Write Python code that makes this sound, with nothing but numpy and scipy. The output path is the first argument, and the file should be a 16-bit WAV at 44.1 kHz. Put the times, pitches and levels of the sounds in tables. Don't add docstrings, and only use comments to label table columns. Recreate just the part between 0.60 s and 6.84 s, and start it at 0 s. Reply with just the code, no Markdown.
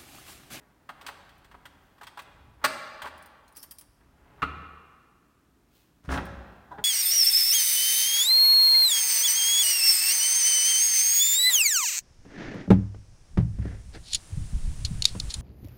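import sys
import numpy as np
from scipy import signal
from scipy.io import wavfile
from scipy.ndimage import uniform_filter1d

SR = 44100
rng = np.random.default_rng(int(sys.argv[2]) if len(sys.argv) > 2 else 0)


def to_wav(sig):
    pcm = np.clip(np.atleast_2d(sig), -1, 1) * 32767
    pcm = np.round(pcm).astype(np.int16)
    wavfile.write(sys.argv[1], SR, pcm.T)


N = 275184


def amp(db):
    return 10 ** (np.asarray(db) / 20)


def evened(x):
    return x / np.sqrt(np.mean(x ** 2) + 1e-20)


def unit_blow(x, size=441):
    return x / np.sqrt(np.mean(x[:size] ** 2) + 1e-20)


def read(points, hz):
    f, value = np.transpose(points)
    return np.interp(np.log(hz + 1), np.log(f + 1), value)


def add(mix, s, sound):
    part = mix[max(round(s * SR), 0):][:len(sound)]
    part += sound[:len(part)]


def tilt(hz, slope_db, knee_hz=4200):
    within = np.clip(hz, knee_hz / 16, knee_hz)
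    return slope_db * np.log2(within / 1500)


def coloured(x, points, slope_db=0, size=4096):
    hz = abs(np.fft.fftfreq(size, 1 / SR))
    log_gain = np.log(amp(read(points, hz) + tilt(hz, slope_db)))
    response = np.exp(np.conj(signal.hilbert(log_gain)))
    taps = np.fft.ifft(response).real[:size // 2]
    return signal.oaconvolve(x, taps)[:len(x)]


def ring(modes, t, pitch=1, slope_db=0, scatter=0):
    out = np.zeros(len(t))
    for hz, db, t60_s in modes:
        fade = amp(db + tilt(hz, slope_db) - 60 * t / t60_s)
        turns = hz * pitch * t + scatter * rng.random()
        out += fade * np.sin(2 * np.pi * turns)
    return out


def blows(rows, colour, modes, chatter_t60_s, ring_db, grain, rise_s, detune, damping):
    linger = 0.05
    t, out = np.arange(SR // 3) / SR, np.zeros(N)
    hardest_db = max(row[1] for row in rows)
    for s, db, slope_db in rows:
        t60_s = chatter_t60_s * 2 ** (-linger * slope_db)
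        noise, size = rng.standard_normal((2, len(t)))
        contacts = noise * np.exp(grain * np.tanh(size)) * amp(-60 * t / t60_s)
        onset = 1 - np.exp(-t / rise_s)
        chatter = unit_blow(coloured(contacts * onset, colour, slope_db))
        lightness_db = hardest_db - db
        spread = detune * (1 + lightness_db / 2)
        held = 1 + damping * lightness_db
        struck_modes = [(hz * (1 + spread * rng.standard_normal()), level + rng.standard_normal(), decay_s / held)
                        for hz, level, decay_s in modes]
        tone = unit_blow(ring(struck_modes, t, slope_db=slope_db, scatter=0.78) * onset)
        add(out, s, amp(db) * unit_blow(chatter + amp(ring_db) * tone))
    return out


def strokes(rows, hold_s):
    range_db = 20
    t = np.arange(N) / SR
    power = np.zeros(N)
    for s, db, swell_s, fade_s in rows:
        away = np.maximum(s - t, 0) / swell_s + np.maximum(t - s - hold_s, 0) / fade_s
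        power += amp(db - range_db * np.minimum(away, 10)) ** 2
    return np.sqrt(power)


def friction(rows, colour, hold_s, slips_per_s, spread_db):
    slips = (rng.random(N) < slips_per_s / SR) * rng.choice([-1, 1], N)
    sizes = amp(spread_db * np.minimum(rng.exponential(1, N), 4))
    return evened(coloured(slips * sizes, colour)) * strokes(rows, hold_s)


def spells(rows, glide_octaves, arch):
    t = np.arange(N) / SR
    hz, gain = np.full(N, float(rows[0][2])), np.zeros(N)
    for s, length_s, pitch_hz, db in rows:
        progress = np.clip((t - s) / length_s, 0, 1)
        hz = np.where(t < s, hz, pitch_hz * 2 ** (glide_octaves * (progress - .5)))
        gain += amp(db) * (1 - (2 * progress - 1) ** 2) ** arch
    return hz, gain


def air():
    # pitch_hz, relative level_db
    air_colour = [(12, -47), (20, -16), (53, 2.5), (95, -9), (122, -3.5), (213, -5.5), (289, -4.5),
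                  (519, -16.5), (581, -16.5), (1630, -20.5), (1980, -24), (3260, -28.5), (15500, -34.5)]
    level_db = -65
    return amp(level_db) * evened(coloured(rng.standard_normal(N), air_colour))


def iron_slide():
    # start_s of the hold, level_db, swell_s, fade_s
    slides = [(0, -66.5, 0.086, 0.84), (.44, -53.5, 0.12, 0.29), (1.15, -65.5, 0.68, 0.29),
              (1.65, -62.5, 0.76, 0.5), (2.036, -47, .04, 0.049), (3.42, -77, 0.023, .15),
              (3.79, -59, .45, 0.049)]
    # pitch_hz, relative level_db
    slide_colour = [(100, -12.5), (400, -1.5), (900, 2), (1600, -2), (2500, -10.5), (4500, -23),
                    (8000, -36), (16000, -29.5)]
    return friction(slides, slide_colour, hold_s=0.015, slips_per_s=1200, spread_db=-0.5)


def sleeve():
    # start_s of the hold, level_db, swell_s, fade_s
    brushes = [(.55, -77, 1.1, 1), (1.25, -75, 0.39, .6), (5.16, -65.5, 0.084, .2), (5.95, -77, 1.05, 1.6)]
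    # pitch_hz, relative level_db
    cloth_colour = [(300, -0.5), (1500, -5.5), (3000, 4.5), (7000, -4), (10000, -7), (15000, 0.5)]
    return friction(brushes, cloth_colour, hold_s=0.023, slips_per_s=15000, spread_db=9)


def rumble():
    # start_s of the hold, level_db, swell_s, fade_s
    leans = [(.9, -63, 1.3, 1.6), (1.85, -56.5, .35, 0.45), (3.7, -60.5, 1.1, .7), (5.55, -61.5, .25, 0.21),
             (6.22, -59.5, 0.38, 0.13)]
    # pitch_hz, relative level_db
    rumble_colour = [(20, -6), (45, 0.5), (80, -1.5), (130, -11), (260, -19), (600, -44), (2000, -67)]
    return friction(leans, rumble_colour, hold_s=0.022, slips_per_s=940, spread_db=1)


def room(x):
    # pitch_hz, t60_s (time to fall 60 dB)
    tail_t60 = [(70, 0.94), (250, 1.16), (700, 1.81), (1300, 1.63), (2700, 1.53), (5000, 1.16),
                (9000, 0.59), (15000, 0.8)]
    # pitch_hz, relative level_db
    tail_strength = [(70, 1.5), (250, 3), (700, -4.5), (1300, -7.5), (2700, -7), (5000, -7), (9000, -4),
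                     (15000, -14.5)]
    early_db, early_t60_s, build_s = -6.5, 0.15, 0.0068
    t = np.arange(2 * SR) / SR
    hz, when, z = signal.stft(rng.standard_normal(len(t)), SR, nperseg=512)
    fall_db = 60 * when / read(tail_t60, hz)[:, None]
    z *= amp(read(tail_strength, hz)[:, None] - fall_db)
    tail = signal.istft(z, SR, nperseg=512)[1][:len(t)]
    tail = tail * (1 - np.exp(-t / build_s)) / np.sqrt(SR / 10)
    hits = (rng.random(len(t)) < 1500 / SR) * (t > .004)
    early = rng.standard_normal(len(t)) * hits * amp(-60 * t / early_t60_s)
    echoes = tail + amp(early_db) * early / np.linalg.norm(early)
    return signal.fftconvolve(x, echoes)[:N]


def bolt():
    # start_s, level_db, brightness_db_per_octave
    clanks = [(.290, -38.5, -3.5), (.411, -48.5, 2.5), (.464, -38.5, 5.5), (.482, -38.5, -2),
              (.691, -58, 4.5), (.844, -58, 4.5), (.913, -53.5, -2.5), (.942, -49, -6), (1.054, -46, 1.5),
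              (1.380, -60.5, 0), (1.411, -45, -2.5), (1.431, -47.5, 2.5), (1.468, -44.5, 2),
              (1.572, -41, -2.5), (1.590, -41.5, 0), (2.0402, -19, -2), (2.046, -24.5, 11.5),
              (2.058, -34, -7), (2.418, -37, -0.5), (2.442, -39.5, -6), (2.454, -39.5, -5),
              (2.470, -45.5, 0)]
    # pitch_hz, relative level_db
    iron_colour = [(60, -31), (160, -21), (250, -19.5), (450, -12), (1000, 2.5), (1600, 3), (2300, -5.5),
                   (3200, -3.5), (4500, -11.5), (6800, -20), (8300, -16), (10500, -24), (13000, -20.5),
                   (16000, -24)]
    # pitch_hz, relative level_db, t60_s
    iron_modes = [(242, -22, .1), (620, -8, .09), (938, -5, .08), (1108, 3, .1), (1257, -4, .09),
                  (1429, -4, .09), (1533, -2, .09), (1709, -1, .11), (1995, -9, .1), (2347, -10, .1),
                  (2890, -12, .07), (3300, -10, .09), (4386, -11, .08), (4840, -16, .08), (5980, -21, .08),
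                  (7880, -21, .06), (8330, -18, .07), (9525, -22, .06)]
    return blows(clanks, iron_colour, iron_modes, chatter_t60_s=0.053, ring_db=-5.5, grain=0.47,
                 rise_s=0.0034, detune=0.0013, damping=0.16)


def leaf():
    # start_s, level_db before the build-up, pitch_factor
    thuds = [(0.485, -57, 1.4), (1.059, -61.5, 1.2), (2.43, -51, 1.3), (3.821, -39.5, 1.24),
             (5.445, -46.5, 1.5), (5.48, -27.5, 1.1), (5.756, -44, 0.96)]
    # pitch_hz before the pitch factor, relative level_db, t60_s
    leaf_modes = [(60.83, 2.5, 0.54), (85, -7, 0.14), (106, -7, 0.18), (118, -11.5, 0.051)]
    t, out = np.arange(SR // 2) / SR, np.zeros(N)
    build = 1 - np.exp(-t / 0.0013)
    for s, db, pitch in thuds:
        boom = unit_blow(ring(leaf_modes, t, pitch))
        add(out, s, amp(db) * boom * build)
    return out


def rebounding(rows):
    delay_s, change_db, slope_change_db = .009, -9, -8.5
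    return rows + [(s + delay_s, db + change_db, slope_db + slope_change_db) for s, db, slope_db in rows]


def metal_ticks():
    # start_s, level_db, brightness_db_per_octave
    tick_rows = [(.780, -65, -12), (1.620, -58.5, 4), (2.578, -60, 3), (2.624, -56.5, 5.5),
                 (2.659, -55.5, -1), (2.879, -60, 5.5), (2.924, -62.5, 4), (2.961, -50.5, -5.5),
                 (2.968, -42, 5.5), (3.028, -42.5, 0), (3.1097, -41.5, 2), (3.1845, -45, 6),
                 (3.2099, -50, -0.5), (5.653, -54, -2)]
    # pitch_hz, relative level_db
    tick_colour = [(300, -30.5), (1200, -7.5), (2600, -4.5), (4000, -6), (5300, 2), (7200, -7), (9200, 6.5),
                   (12500, -10), (15000, 3.5)]
    # pitch_hz, relative level_db, t60_s
    tick_modes = [(3290, -7.5, 0.067), (4760, -8.5, 0.15), (5500, 2, 0.023), (6100, -7.5, 0.056),
                  (9700, -7.5, 0.027), (11600, 4.5, 0.14), (13300, 7.5, 0.055), (15300, 4.5, 0.075)]
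    return blows(rebounding(tick_rows), tick_colour, tick_modes, chatter_t60_s=0.04, ring_db=-4.5, grain=1.3,
                 rise_s=.001, detune=0.03, damping=0.17)


def squeak(waver):
    # start_s, length_s, pitch_hz half way (before the waver), level_db
    squeaks = [(2.950, 0.019, 4960, -58), (2.982, 0.028, 5230, -53), (3.010, 0.027, 5510, -54.5)]
    # multiple of the pitch, relative level_db
    partials = [(1, 5.5), (1.19, -12), (2.27, 4), (2.85, -7.5)]
    hz, gain = spells(squeaks, glide_octaves=0.024, arch=0.3)
    wander = evened(uniform_filter1d(rng.standard_normal(N), size=60))
    turns = np.cumsum(hz * (1 + waver * wander)) / SR
    tone = sum(amp(level) * np.sin(2 * np.pi * k * turns) for k, level in partials)
    grip = evened(uniform_filter1d(rng.standard_normal(N), size=120))
    return evened(tone) * grip * gain


def judder(count):
    start_s, gap_s, middle_db, middle_slope_db = 5.490, .017, -31.5, 0
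    ends_db, ends_slope_db = -2, -1
    edges = np.linspace(-1, 1, count) ** 2
    return [(start_s + k * gap_s, middle_db + edge * ends_db, middle_slope_db + edge * ends_slope_db)
            for k, edge in enumerate(edges)]


def wood_knocks():
    # start_s, level_db, brightness_db_per_octave
    knocks = [(3.406, -61, 0), (5.575, -30.5, 2), (5.605, -48, 4), (6.184, -42, -0.5)]
    # pitch_hz, relative level_db
    wood_colour = [(50, -0.5), (110, 4), (160, 0), (280, 2), (420, -4), (620, 0), (1000, 0.5), (1650, 0.5),
                   (2300, -11), (3300, -15.5), (5000, -31.5), (9000, -43.5), (16000, -42)]
    # pitch_hz, relative level_db, t60_s
    plank_modes = [(183, 13.5, 0.15), (250, 6, 0.1), (261.7, 6, 0.22), (276, -4, 0.17), (572, 2, 0.14),
                   (920, -13, 0.11)]
    return blows(judder(count=6) + knocks, wood_colour, plank_modes, chatter_t60_s=.068, ring_db=-9.5, grain=0.81,
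                 rise_s=0.0005, detune=0.0014, damping=.03)


def latch():
    # start_s, level_db, brightness_db_per_octave
    clacks = [(3.8195, -29.5, 2.5), (3.826, -23, -1), (3.837, -35.5, 1.5)]
    # pitch_hz, relative level_db
    latch_colour = [(50, -12), (130, 1), (260, -6), (380, -8), (750, -5.5), (950, -6.5), (1300, 10),
                    (1650, -1), (2300, -7), (2700, -5.5), (3700, -18), (4500, -22.5), (5400, -30.5),
                    (16000, -45.5)]
    # pitch_hz, relative level_db, t60_s
    latch_modes = [(1122, -19, 0.3), (1254, 3, 0.14), (1405, 4, 0.12), (1475, -3, 0.08), (1755, -20, .2),
                   (2589, -12, .2), (3090, -20, .2), (4371, -21, .14)]
    return blows(clacks, latch_colour, latch_modes, chatter_t60_s=0.04, ring_db=-9, grain=0.23,
                 rise_s=.001, detune=0.0022, damping=0.055)


def scrape():
    # start_s of the hold, level_db, swell_s, fade_s
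    drags = [(5.445, -58, 0.014, .08), (5.514, -38, 0.028, .03)]
    # pitch_hz, relative level_db
    grit_colour = [(200, -0.5), (1500, 4), (3000, -8), (5500, -9), (7500, -15.5), (9800, -14.5),
                   (12500, -27), (16000, -24)]
    return friction(drags, grit_colour, hold_s=0.04, slips_per_s=1800, spread_db=3.5)


def hinge(jitter, rough, fall=0.94):
    # start_s, length_s, slips_per_s half way (before the jitter), level_db
    creaks = [(6.110, 0.026, 990, -40), (6.133, 0.036, 795, -45), (6.175, 0.031, 210, -42)]
    # pitch_hz, relative level_db
    hinge_colour = [(100, 6), (230, 0), (420, 2.5), (850, 7), (1250, 1.5), (1650, 0), (2200, -21),
                    (3000, -28), (3450, -14), (4200, -24), (9000, -37)]
    hz, gain = spells(creaks, glide_octaves=-0.089, arch=0.86)
    wander = evened(uniform_filter1d(rng.standard_normal(N), size=40))
    turns = np.cumsum(hz * (1 + jitter * wander)) / SR
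    slips = np.zeros(N)
    for k in range(1, 24):
        strength = (k * hz < SR / 4) / k ** (fall * hz / 800)
        slips += np.cos(2 * np.pi * k * turns) * strength
    creak = coloured(slips + rough * rng.standard_normal(N), hinge_colour)
    loudness = np.sqrt(abs(uniform_filter1d(creak ** 2, size=600)) + 1e-12)
    return gain * creak / loudness


def scene():
    door = iron_slide() + sleeve() + rumble()
    door += bolt() + leaf() + wood_knocks() + latch()
    door += scrape() + hinge(jitter=0.027, rough=2.0)
    ticks = metal_ticks() + squeak(waver=0.012)
    echoes = room(door + amp(-4) * ticks)
    return (door + ticks + echoes + air())[None]


def record(dry):
    bass_edge_hz, treble_edge_hz = 42, 16150
    dry = signal.sosfilt(signal.butter(3, bass_edge_hz, "highpass", fs=SR, output="sos"), dry)
    taps = signal.firwin(401, treble_edge_hz, window=("kaiser", 8), fs=SR)
    return signal.oaconvolve(dry, taps[None], "same")


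dry = scene()
out = record(dry)
to_wav(out)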